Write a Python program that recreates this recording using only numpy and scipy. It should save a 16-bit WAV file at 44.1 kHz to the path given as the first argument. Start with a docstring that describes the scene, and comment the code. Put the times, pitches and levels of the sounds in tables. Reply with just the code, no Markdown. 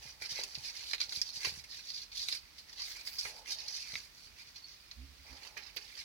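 """Young rabbits shuffle and hop on dry wood shavings and hay: random clicks, coloured as flake, litter and hay.
Flakes crack, stalks scrape or squeak, a hard piece clacks and fur rubs the wood, from noise and damped rings.
The place is a small wooden hutch with short echoes; paws land on its floor board.
Behind are a soft hiss, a wavering low hum and a thrum that swells briefly four times with a rising buzz.
A two-port microphone hears it, with a different colour on each side and the extreme top cut."""
import sys
import numpy as np
from scipy import signal
from scipy.fft import rfft, irfft, next_fast_len
from scipy.io import wavfile
from scipy.ndimage import uniform_filter1d

SR = 44100
rng = np.random.default_rng(int(sys.argv[2]) if len(sys.argv) > 2 else 0)


def wav_out(sig):
    """Save sig, one row per channel (or a flat mono array), as 16-bit PCM at SR to the path in sys.argv[1]."""
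    wavfile.write(sys.argv[1], SR, np.round(np.clip(np.atleast_2d(sig).T, -1, 1) * 32767).astype(np.int16))


N = 266364
TIME = np.arange(N) / SR

# Levels are settings ahead of each source's own trims, the panning and the microphone.
# rabbits shifting their feet or pushing through the litter:
# start_s, length_s, crackle_db, crunch_db (re crackle), hay_db (re crackle)
SHUFFLES = [(0, .11, -53, -9.5, -9.5), (0.213, 0.047, -46, -7.5, -11.5), (0.3, 0.015, -36.5, -16, -14),
            (0.334, 0.075, -42, -10, -13), (0.431, 0.2077, -51.5, -12, -10), (0.629, 0.06, -44, -13, -12),
            (0.729, .11, -46.5, -12, -12.5), (0.86, 0.0482, -43.5, -15.5, -10.5),
            (1, 0.03043, -40, -14.5, -14.5), (1.11, 0.075, -42, -18, -10),
            (1.235, 0.056, -45.5, -19.5, -15.5), (1.34, 0.022, -40, -17, -12.5),
            (1.405, 0.086, -41.5, -9.5, -10), (1.519, 0.074, -52, -10, -6), (1.694, 0.096, -47.5, -15, -14),
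            (1.836, 0.0566, -47.5, -19, -14.5), (1.923, 0.094, -45.5, -19.5, -15.5),
            (2.15, 0.085, -40.5, -19.5, -13), (2.261, 0.089, -41, -15.5, -10.5),
            (2.574, 0.0132, -50, -12.5, -12), (2.678, 0.016, -54, -9, -16.5),
            (2.769, 0.049, -42.5, -13.5, -16), (2.831, 0.082, -45.5, -13, -10.5),
            (2.932, 0.077, -51, -6, -7.5), (3.053, 0.025, -46, -9.5, -5), (3.114, 0.058, -51, -8.5, -8),
            (3.195, 0.096, -45.5, -12, -7.5), (3.311, 0.081, -56, -10.5, -7.5), (3.463, .03, -47, -5.5, -9),
            (3.498, 0.02546, -37.5, -19.5, -11.5), (3.57, 0.07, -48, -12, -16),
            (3.669, 0.034, -42.5, -18, -16), (3.725, 0.047, -40.5, -17, -15),
            (3.799, 0.017, -41, -22, -13.5), (3.85, 0.14, -47, -12, -11), (4.017, 0.0384, -60, -7, -4),
            (4.147, 0.12, -58.5, -17.5, -9.5), (4.37, 0.037, -52.5, -8, -12.5),
            (4.453, 0.033, -57.5, -9, -26), (4.554, .025, -51.5, -15, -26), (4.656, 0.085, -55, -19, -35.5),
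            (5.257, 0.13, -56.5, -7, -12.5), (5.413, 0.055, -52, -6, -10.5), (5.589, 0.1, -55.5, -7, -17),
            (5.772, 0.18, -55, -10.5, -11), (5.96, 0.048, -46, -9.5, -12.5)]
# pitch of the flakes underfoot, higher where they are smaller: time_s, pitch_hz
FLAKE_PITCH = [(0, 5430), (0.9, 4150), (1.16, 5403), (2.2, 4170), (3.05, 4462), (3.25, 5404), (4.1, 5085),
               (4.6, 4286)]
# flakes and stalks that give way:
# start_s, level_db (over 10 ms), crunch_db (re crackle), hay_db (re crackle), crumble_s, pitch_hz
SNAPS = [(0.221, -43.5, -10.5, -10, 0.0022, 4570), (0.4356, -38, -13.5, -12.5, 0.002, 5200),
         (0.552, -41.5, -18.5, -31, 0.0021, 4906), (0.9115, -40, -19, -27, 0.0012, 4178),
         (0.9324, -34.5, -12.5, -22.5, .0022, 4190), (0.9457, -40.5, -12, -18, 0.002, 4180),
         (0.9808, -47, -16.5, -22, 0.00045, 3970), (1.003, -33.5, -16, -24.5, 0.0021, 4260),
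         (1.014, -31.5, -19.5, -34, 0.00086, 4500), (1.092, -43.5, -21, -18, 0.004, 4380),
         (1.1223, -39, -13.5, -27, 0.0031, 4500), (1.2155, -30.3, -23.5, -20, 0.0011, 5170),
         (1.2905, -47, -19, -23, 0.00028, 4234), (1.445, -34, -7.5, -16.5, .009, 5490),
         (1.467, -42.5, -9, -15, .0035, 4460), (1.494, -43.5, -28, -25, 0.0006, 4750),
         (1.587, -51, -25, -15, 0.0036, 4494), (1.6394, -50, -17.5, -15, 0.0029, 4947),
         (1.9025, -40, -23, -24, 0.00079, 4590), (2.115, -47, -17, -27.5, 0.0155, 4442),
         (2.176, -42.5, -23, -21, 0.00205, 4971), (2.2852, -36.5, -15, -18, 0.001106, 4049),
         (2.3238, -39.5, -12, -22, 0.0029, 4355), (2.7274, -48.5, -21, -21, 0.0046, 4910),
         (3.072, -46, -11, -12.5, 0.00058, 4649), (3.084, -49.5, -22, -24, 0.00178, 4510),
         (3.183, -36.5, -25, -14.5, 0.012, 4874), (3.211, -39, -29, -17, 0.00071, 4950),
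         (3.245, -44.5, -2.5, -15, 0.025, 4510), (4.558, -50, -17.5, -18.5, 0.0056, 4620),
         (4.912, -49, -16.5, -43, 0.00259, 3997), (5.565, -47, -1, -28.5, 0.012, 4090),
         (5.7631, -44, -6.5, -17, 0.00626, 5080), (5.7699, -39.5, -17, -20.5, 0.001006, 4320)]
# colours of flakes, deep litter and hay: frequency_hz, density_db (relative, per Hz)
CRACKLE_COLOUR = [(1800, -64), (2900, -13), (3900, -4.5), (4400, 0.5), (4850, 1), (5350, -2.5), (5900, -2),
                  (6500, -10.5), (7400, -23), (10000, -63)]
CRUNCH_COLOUR = [(120, -51), (350, -10.5), (800, -16), (1700, -6.5), (2200, 0), (2650, 0.5), (3200, -8),
                 (4200, -21.5)]
HAY_COLOUR = [(4500, -24), (7000, 5), (9500, 1), (11200, 2.5), (13300, -6), (15300, -3.5), (17000, 1)]
# single stalks dragged over the wood:
# start_s, length_s, level_db (rms at mid-scrape), pitch_hz (at start), glide_octaves, width_hz
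SCRAPES = [(1.148, 0.073, -57, 2367, -0.035, 128), (2.86, 0.09, -61, 14190, 0, 3002),
           (3.015, 0.2, -59, 14800, 0, 3396), (3.578, 0.033, -46, 4530, -0.043, 50),
           (3.76, 0.19, -55.5, 2650, -0.3, 380.1), (4.621, 0.054, -50.5, 4525, -0.05, 200),
           (4.639, 0.01373, -47, 4427, -0.0097, 59.86), (5.76, 0.011, -50, 14300, 0.064, 2995)]
# contacts of one hard piece of litter, nudged as a paw lands: start_s, level_db
CLACKS = [(3.9398, -41), (3.9547, -30), (3.9558, -39.5), (3.9592, -40.5)]
# ringing modes of that hard piece: pitch_hz, level_db, t60_s
CHIP_MODES = [(1346, -14.5, 0.024), (2030, 3, 0.013), (2257, 3.5, 0.0233), (2555, -7, 0.026),
              (3934, 4, 0.0053)]
# fur rubbing along the wood: start_s, length_s, level_db
RUBS = [(0, 1.48, -72.5), (2.71, 0.43, -74), (3.273, 0.198, -63.5), (5.245, 0.34, -68.5)]
# resonances of the rubbed wall: pitch_hz, width_hz, level_db
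WALL_RESONANCES = [(556, 310, 1), (838, 110, 2.5)]
# where the moving rabbit is: time_s, left_right_db
PLACE = [(4.7, 0), (5.75, -4.5), (6.04, 0)]
# paws landing on the floor board: start_s, level_db, knock_db (added to the upper modes)
PAWS = [(0.055, -54, -4), (0.216, -60, 8.5), (0.321, -51.5, -4), (0.389, -66, 25), (0.576, -49.5, -10.5),
        (1.086, -61, 0), (1.173, -50.5, -15), (1.373, -55.5, -7), (1.47, -47.5, 1), (1.522, -50.5, -19),
        (1.575, -52, -21), (3.252, -57.5, 9), (3.935, -48.5, -4.5), (5.565, -64, 8), (5.762, -61.5, 9)]
# modes of the floor board: pitch_hz, level_db, t60_s
BOARD_MODES = [(76, -7.5, 0.205), (128, -1, 0.064), (161, -5, 0.03), (418, -5.5, 0.092), (570, 2, 0.018),
               (877, -2, 0.029)]
# swells of the low thrum: start_s, length_s, level_db, buzz_db (re thrum), buzz_hz (at start)
THRUMS = [(4.974, 0.068, -48, -14, 222), (5.077, 0.05, -57.5, -18, 220), (5.183, 0.035, -60, -14.5, 250),
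          (5.306, 0.024, -52.5, -9.5, 252)]
# colour of the background hiss: frequency_hz, density_db (relative, per Hz)
HISS_COLOUR = [(26, -25), (43, 21.5), (62, 12), (130, 5.5), (300, 2), (550, -2.5), (1000, 0.5), (3200, 2),
               (4700, 7), (7500, -7), (13500, -9), (15400, -6)]
# difference between the two microphone ports: frequency_hz, left_right_db
PORTS = [(60, -7.5), (300, -4), (700, -2.5), (1500, -5.5), (2250, -9.5), (3300, -3.5), (4500, -4),
         (5900, -7.5), (7200, 0.5), (9000, -1.5), (10800, 4), (13500, -5), (15500, 2)]

SHUFFLE_ATTACK_S, SHUFFLE_RELEASE_S = 0.035, 0.022
ATTACK_SHARE = 0.22  # a longer push builds longer: extra attack as a share of its length
# the litter never quite rests under the sitting rabbits
IDLE_CRACKLE_DB, IDLE_CRUNCH_DB, IDLE_HAY_DB = -68, -72.5, -98
CRACK_SWELL_S = 0.00034  # a crack's rise time
CLEAN_BREAK_S = 0.00196  # crumbling time at which the crack's energy share is one half
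RUB_ATTACK_S, RUB_RELEASE_S = 0.0254, 0.24
THRUM_HZ, BUZZ_RISE_HZ_PER_S = 67, 748
THRUM_ATTACK_S, THRUM_RELEASE_S = 0.034, 0.0237
HISS_DB, HUM_DB = -59.5, -72.5
RIGHT_LAG_S = 0.00031  # the direct sound reaches the right side later
CUTOFF_HZ = 15850


def litter(wander_hz=350, slips_per_s=2100, rate_rise=0.4, clump_db=1.11):
    """Flakes slip in clumps, more often when stirred harder; each slip sounds in flake, deep litter and hay."""
    _, _, _, crunch_db, hay_db = np.transpose(SHUFFLES)
    _, _, snap_crunch_db, snap_hay_db, _, _ = np.transpose(SNAPS)
    stir = stirring(0, IDLE_CRACKLE_DB)
    # slips_per_s holds where the stir is -45 dB
    born = rng.random(N) < slips_per_s * (stir / from_db(-45)) ** rate_rise / SR
    clumps = from_db(clump_db * drift(54))

    crackle = clumps * stir * slips(born, spread_db=4.0)
    crunch = from_db(5.0) * clumps * stirring(crunch_db, IDLE_CRUNCH_DB) * slips(born, spread_db=3.0)
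    hay = clumps * stirring(hay_db, IDLE_HAY_DB) * slips(born, spread_db=3.5)

    # the crackle of a snap gets the energy that its first crack leaves over
    crumbling_db = 10 * np.log10(1 - crack_share())
    crackle += from_db(2.5) * snaps(crumbling_db, crumbs_per_s=2700, crumb_db=-7.5)
    crunch += from_db(9.5) * snaps(snap_crunch_db, crumbs_per_s=2000, crumb_db=4.5)
    hay += from_db(5.0) * snaps(snap_hay_db, crumbs_per_s=2500, crumb_db=-4)

    flake_hz = in_time(FLAKE_PITCH)[0] + wander_hz * drift(8.1)
    crackle = flakes(crackle, flake_hz, 2490, 8270, reach_hz=1038, cycles=22,
                     ring_db=-1.0, patchy_db=6.5, count=19)
    crunch = flakes(crunch, np.full(N, 2200), 836, 2990, reach_hz=1810, cycles=7.5,
                    ring_db=5.5, patchy_db=5.0, count=10)
    return scatter(crackle, CRACKLE_COLOUR) + scatter(crunch, CRUNCH_COLOUR) + scatter(hay, HAY_COLOUR)


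def stirring(material_db, idle_db):
    """How strongly the shuffles stir one material of the litter, as a gain."""
    s, length_s, db, _, _ = np.transpose(SHUFFLES)
    attack_s = SHUFFLE_ATTACK_S + ATTACK_SHARE * length_s
    moving = swells(s, length_s, db + material_db, attack_s, SHUFFLE_RELEASE_S)
    return np.hypot(moving, from_db(idle_db))


def slips(born, spread_db):
    """Clicks of uneven size and random sign at the given instants, evened to a slow rms near 1."""
    unevenness = np.minimum(rng.exponential(1, N), 4.5)
    sizes = born * from_db(spread_db * unevenness) * rng.choice([-1, 1], N)
    slow_power = np.maximum(uniform_filter1d(sizes ** 2, size=1400), 0)
    return sizes / np.sqrt(slow_power + 0.0005)


def snaps(extra_db, crumbs_per_s, crumb_db, build_share=0.26):
    """Each snap is one fracture and a dying run of smaller ones; a long crumbling takes a moment to build."""
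    out, t = np.zeros(N), TIME[:SR // 15]
    for (s, db, _, _, crumble_s, _), more_db in zip(SNAPS, extra_db):
        age = t / max(crumble_s, 1e-4)
        crumbs = (rng.random(len(t)) < crumbs_per_s / SR) * rng.standard_normal(len(t))
        burst = from_db(crumb_db) * crumbs * np.exp(-age) * np.minimum(age / build_share, 1)
        burst[0] = np.exp(-crumble_s / (2 * CLEAN_BREAK_S))
        # level as an rms over 10 ms
        burst *= from_db(db + more_db) * np.sqrt(SR / 100) / np.linalg.norm(burst)
        at = int(s * SR)
        out[at:at + len(t)] += burst[:N - at]
    return out


def flakes(clicks, centre_hz, low_hz, high_hz, reach_hz, cycles, ring_db, patchy_db, count):
    """Each click also rings a few flakes near a centre pitch; which ones speak most keeps changing."""
    at, rings = np.flatnonzero(clicks), 0
    pitches = np.linspace(low_hz, high_hz, count)
    favour = []
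    for hz in pitches:
        nearness = 1 / (1 + ((hz - centre_hz[at]) / reach_hz) ** 2)
        favour.append(from_db(patchy_db * drift(25)[at]) * nearness)
    favour = np.array(favour)
    favour /= np.linalg.norm(favour, axis=0)
    for hz, share in zip(pitches, favour):
        t60 = cycles / hz
        struck = np.zeros(N)
        struck[at] = clicks[at] * share * rng.choice([-1, 1], len(at))
        # scaled so that the rings are as strong per Hz as the bare click
        even = np.sqrt(8 * np.log(1000) * (high_hz - low_hz) / t60) / SR
        rings = rings + even * ring(struck, hz, t60)
    return (clicks + from_db(ring_db) * rings) / np.sqrt(1 + from_db(2 * ring_db))


def scatter(clicks, spectrum, moves_per_s=60, count=8):
    """Clicks take their material's colour; each short run of them comes from one spot with its own echoes."""
    spot = np.cumsum(rng.random(N) < moves_per_s / SR) % count
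    tone = colour(spectrum, size=1024)
    out = 0
    for k in range(count):
        echoes = hutch(scatter_db=4.5, scatter_t60=0.047, tail_db=-1.0, tail_t60=0.13, size=6000)
        out = out + through(clicks * (spot == k), through(tone, echoes))
    return out


def crack_share():
    """The share of each snap's energy that goes into its first crack; the rest crumbles."""
    crumble_s = np.maximum(np.array(SNAPS)[:, 4], 1e-4)
    return 1 / (1 + (crumble_s / CLEAN_BREAK_S) ** 2)


def cracks(level_db=1.5):
    """Each breaking flake rings for a few cycles at its own pitch, on top of the litter and so nearly dry."""
    out, t = np.zeros(N), TIME[:SR // 100]
    for (s, db, _, _, _, hz), share in zip(SNAPS, crack_share()):
        tone = t * np.exp(-t / CRACK_SWELL_S) * np.sin(2 * np.pi * hz * t)
        at = int(s * SR)
        out[at:at + len(t)] += from_db(db + level_db) * np.sqrt(share) * rms_one(tone)
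    return through(out, near_walls())


def scrapes(own_share=0.47):
    """Stick and slip keeps a narrow resonance of the stalk going; its pitch glides a little."""
    out = np.zeros((2, N))
    for s, length, db, hz, glide, width in SCRAPES:
        u = np.linspace(0, 1, int(length * SR))
        noise = rng.standard_normal((3, SR)) + 1j * rng.standard_normal((3, SR))
        both_sides = noise[0] + own_share * noise[1:]
        lowpass = signal.butter(2, width / 2, fs=SR, output="sos")
        grip = signal.sosfilt(lowpass, both_sides)[:, -len(u):]  # the settled end
        phase = 2 * np.pi * np.cumsum(hz * 2 ** (glide * u)) / SR
        tone = np.real(grip * np.exp(1j * phase))
        at = int(s * SR)
        out[:, at:at + len(u)] += (from_db(db) * np.sin(np.pi * u) * rms_one(tone))[:, :N - at]
    return out


def clack(echo_db=-9):
    """A few quick contacts ring the hard piece, each mode with a strength of its own."""
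    s, contact_db = np.transpose(CLACKS)
    out = np.zeros(N)
    for k, (hz, db, t60) in enumerate(CHIP_MODES):
        hits = np.zeros(N)
        hits[(s * SR).astype(int)] = from_db(contact_db + db + rng.normal(0, 1, len(s)))
        out += (-1) ** k * ring(hits, hz, t60)
    return out + from_db(echo_db) * through(out, near_walls())


def fur(uneven_db=2.0):
    """Friction noise of uneven pressure sounds in the resonances of the wall."""
    pressure = swells(*np.transpose(RUBS), RUB_ATTACK_S, RUB_RELEASE_S) * from_db(uneven_db * drift(7.8))
    friction = rng.standard_normal(N) + 0.66 * rng.standard_normal((2, N))
    wall = 0
    for hz, width, db in WALL_RESONANCES:
        t60 = np.log(1000) / (np.pi * width)
        wall = wall + from_db(db) * rms_one(ring(friction, hz, t60))
    highpass = signal.butter(4, 470, "high", fs=SR, output="sos")
    return pressure * rms_one(signal.sosfilt(highpass, wall))


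def paws(knock_above_hz=200, settle_s=0.054, settle_db=-5):
    """A padded foot thumps on the board and settles; a firm one also wakes the upper modes."""
    out, t = np.zeros(N), TIME[:SR // 10]
    s, db, knock_db = np.transpose(PAWS)
    for k, (hz, mode_db, t60) in enumerate(BOARD_MODES):
        upper = hz > knock_above_hz
        pushes = np.zeros(N)
        for at, gain in zip((s * SR).astype(int), from_db(db + mode_db + knock_db * upper)):
            settling = rng.standard_normal(len(t)) * np.exp(-t / settle_s)
            pushes[at:at + len(t)] += gain * from_db(settle_db) * settling / np.linalg.norm(settling)
            pushes[at] += gain
        out += (-1) ** (k * upper) * ring(pushes, hz, t60)
    return signal.sosfilt(signal.butter(2, 55, "high", fs=SR, output="sos"), out)


def thrum(waver=0.033, second_db=-19):
    """A wavering low tone swells; each swell wakes a buzz that bends upward and throbs with the tone."""
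    phase = 2 * np.pi * np.cumsum(THRUM_HZ * (1 + waver * drift(11.2))) / SR
    tone = np.sin(phase) + from_db(second_db) * np.sin(2 * phase)
    s, length_s, db, _, _ = np.transpose(THRUMS)
    out = swells(s, length_s, db, THRUM_ATTACK_S, THRUM_RELEASE_S) * tone
    for s, length_s, db, buzz_db, first_hz in THRUMS:
        hz = first_hz + BUZZ_RISE_HZ_PER_S * np.clip(TIME - s, 0, length_s)
        buzz = np.sin(2 * np.pi * np.cumsum(hz) / SR) * (1 + np.sin(phase) / 2)
        out += swells(s, length_s, db + buzz_db, THRUM_ATTACK_S, THRUM_RELEASE_S) * buzz
    return np.sqrt(2) * out


def background(shared_below_hz=900):
    """Steady coloured hiss, more alike on both sides in the bass, and a hum of narrow, wavering noise."""
    b, a = signal.butter(1, shared_below_hz, "high", fs=SR)
    mid, side = rng.standard_normal((2, N))
    side = 0.6 * side + 0.43 * signal.lfilter(b, a, side)
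    hiss = rms_one(through(mid + side * [[1], [-1]], colour(HISS_COLOUR)))
    hum = rms_one(ring(np.diff(rng.standard_normal(N + 1)), 62.3, 0.098))
    return from_db(HISS_DB) * hiss * from_db([[0.7], [-0.7]]) + from_db(HUM_DB) * hum


def hutch(scatter_db, scatter_t60, tail_db, tail_t60, size):
    """Direct sound, a quick scatter off the close walls and a tail; unit energy per side."""
    t = TIME[:size]
    response = np.zeros((2, size))
    response[0, 0] = response[1, int(abs(RIGHT_LAG_S) * SR)] = 1
    for db, t60 in ((scatter_db, scatter_t60), (tail_db, tail_t60)):
        echoes = rng.standard_normal((2, size)) * from_db(-60 * t / t60) * np.minimum(t / 0.00081, 1)
        response += from_db(db) * echoes / np.linalg.norm(echoes, axis=1, keepdims=True)
    return response / np.linalg.norm(response, axis=1, keepdims=True)


def near_walls():
    """The lighter echoes around a sound made on top of the litter."""
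    return hutch(scatter_db=0.0, scatter_t60=0.0524, tail_db=-10.5, tail_t60=0.21, size=6000)


def swells(s, length_s, db, attack_s, release_s, size=40):
    """Gain of a run of movements: each rises around its start, holds for its length and dies away."""
    t = TIME[::size, None] - s
    rise = np.clip(0.5 + t / attack_s, 0, 1)
    shapes = rise * np.exp(-np.maximum(t - length_s, 0) / release_s)
    return np.interp(TIME, TIME[::size], np.linalg.norm(shapes * from_db(db), axis=1))


def ring(x, hz, t60):
    """A damped resonance: a unit click sets a sine of height 1 ringing."""
    r, w = from_db(-60 / (t60 * SR)), 2 * np.pi * hz / SR
    return signal.lfilter([0, np.sin(w)], [1, -2 * r * np.cos(w), r * r], x + 1e-18)


def colour(points, size=8192):
    """Causal (minimum-phase) impulse response of a spectrum, with unit energy."""
    hz, db = np.transpose(points)
    grid = np.maximum(np.fft.rfftfreq(size, 1 / SR), 1)
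    cepstrum = irfft(np.log(from_db(np.interp(np.log(grid), np.log(hz), db))))
    # fold the later half onto the earlier one
    cepstrum[1:size // 2] *= 2
    cepstrum[size // 2 + 1:] = 0
    response = irfft(np.exp(rfft(cepstrum)))
    return response / np.linalg.norm(response)


def through(x, response):
    """Sound through one impulse response per channel."""
    return signal.oaconvolve(np.atleast_2d(x), np.atleast_2d(response), axes=1)[:, :N]


def drift(rate, size=40):
    """Slow chance with a spread of 1: noise smoothed by two equal poles at rate (Hz), in short steps."""
    r = np.exp(-2 * np.pi * size * rate / SR)
    slow = signal.lfilter([1], [1, -2 * r, r * r], rng.standard_normal(2 * N // size))
    return np.repeat(rms_one(slow[-(N // size + 1):]), size)[:N]


def in_time(rows):
    """Each column of a curve, at every sample."""
    s, *columns = np.transpose(rows)
    return [np.interp(TIME, s, c) for c in columns]


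def from_db(db):
    """Decibels to gain."""
    return 10 ** (np.asarray(db) / 20)


def rms_one(x):
    """Scaled to an rms of 1."""
    return x / np.sqrt(np.mean(x ** 2) + 1e-20)


def split_sides(left_right_db):
    """Left and right gains for a level difference, with their mean power kept at 1."""
    sides = from_db(np.array([left_right_db, -left_right_db]) / 2)
    return sides / np.sqrt(np.mean(sides ** 2, axis=0))


def scene():
    """The rabbits' litter and fur sounds placed left to right, over paws, thrum and background."""
    sides = split_sides(in_time(PLACE)[0])
    rabbits = litter() + cracks() + scrapes() + clack() + fur()
    return sides * rabbits + paws() + thrum() + background()


def record(dry):
    """Each microphone port colours its side; the top is cut."""
    hz, db = np.transpose(PORTS)
    size = next_fast_len(N + SR // 10)
    grid = np.maximum(np.fft.rfftfreq(size, 1 / SR), 1)
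    gains = split_sides(np.interp(np.log(grid), np.log(hz), db))
    heard = irfft(rfft(dry, size) * gains, size)[:, :N]
    return signal.sosfilt(signal.ellip(10, 0.2, 70, CUTOFF_HZ, fs=SR, output="sos"), heard)


dry = scene()
out = record(dry)
wav_out(out)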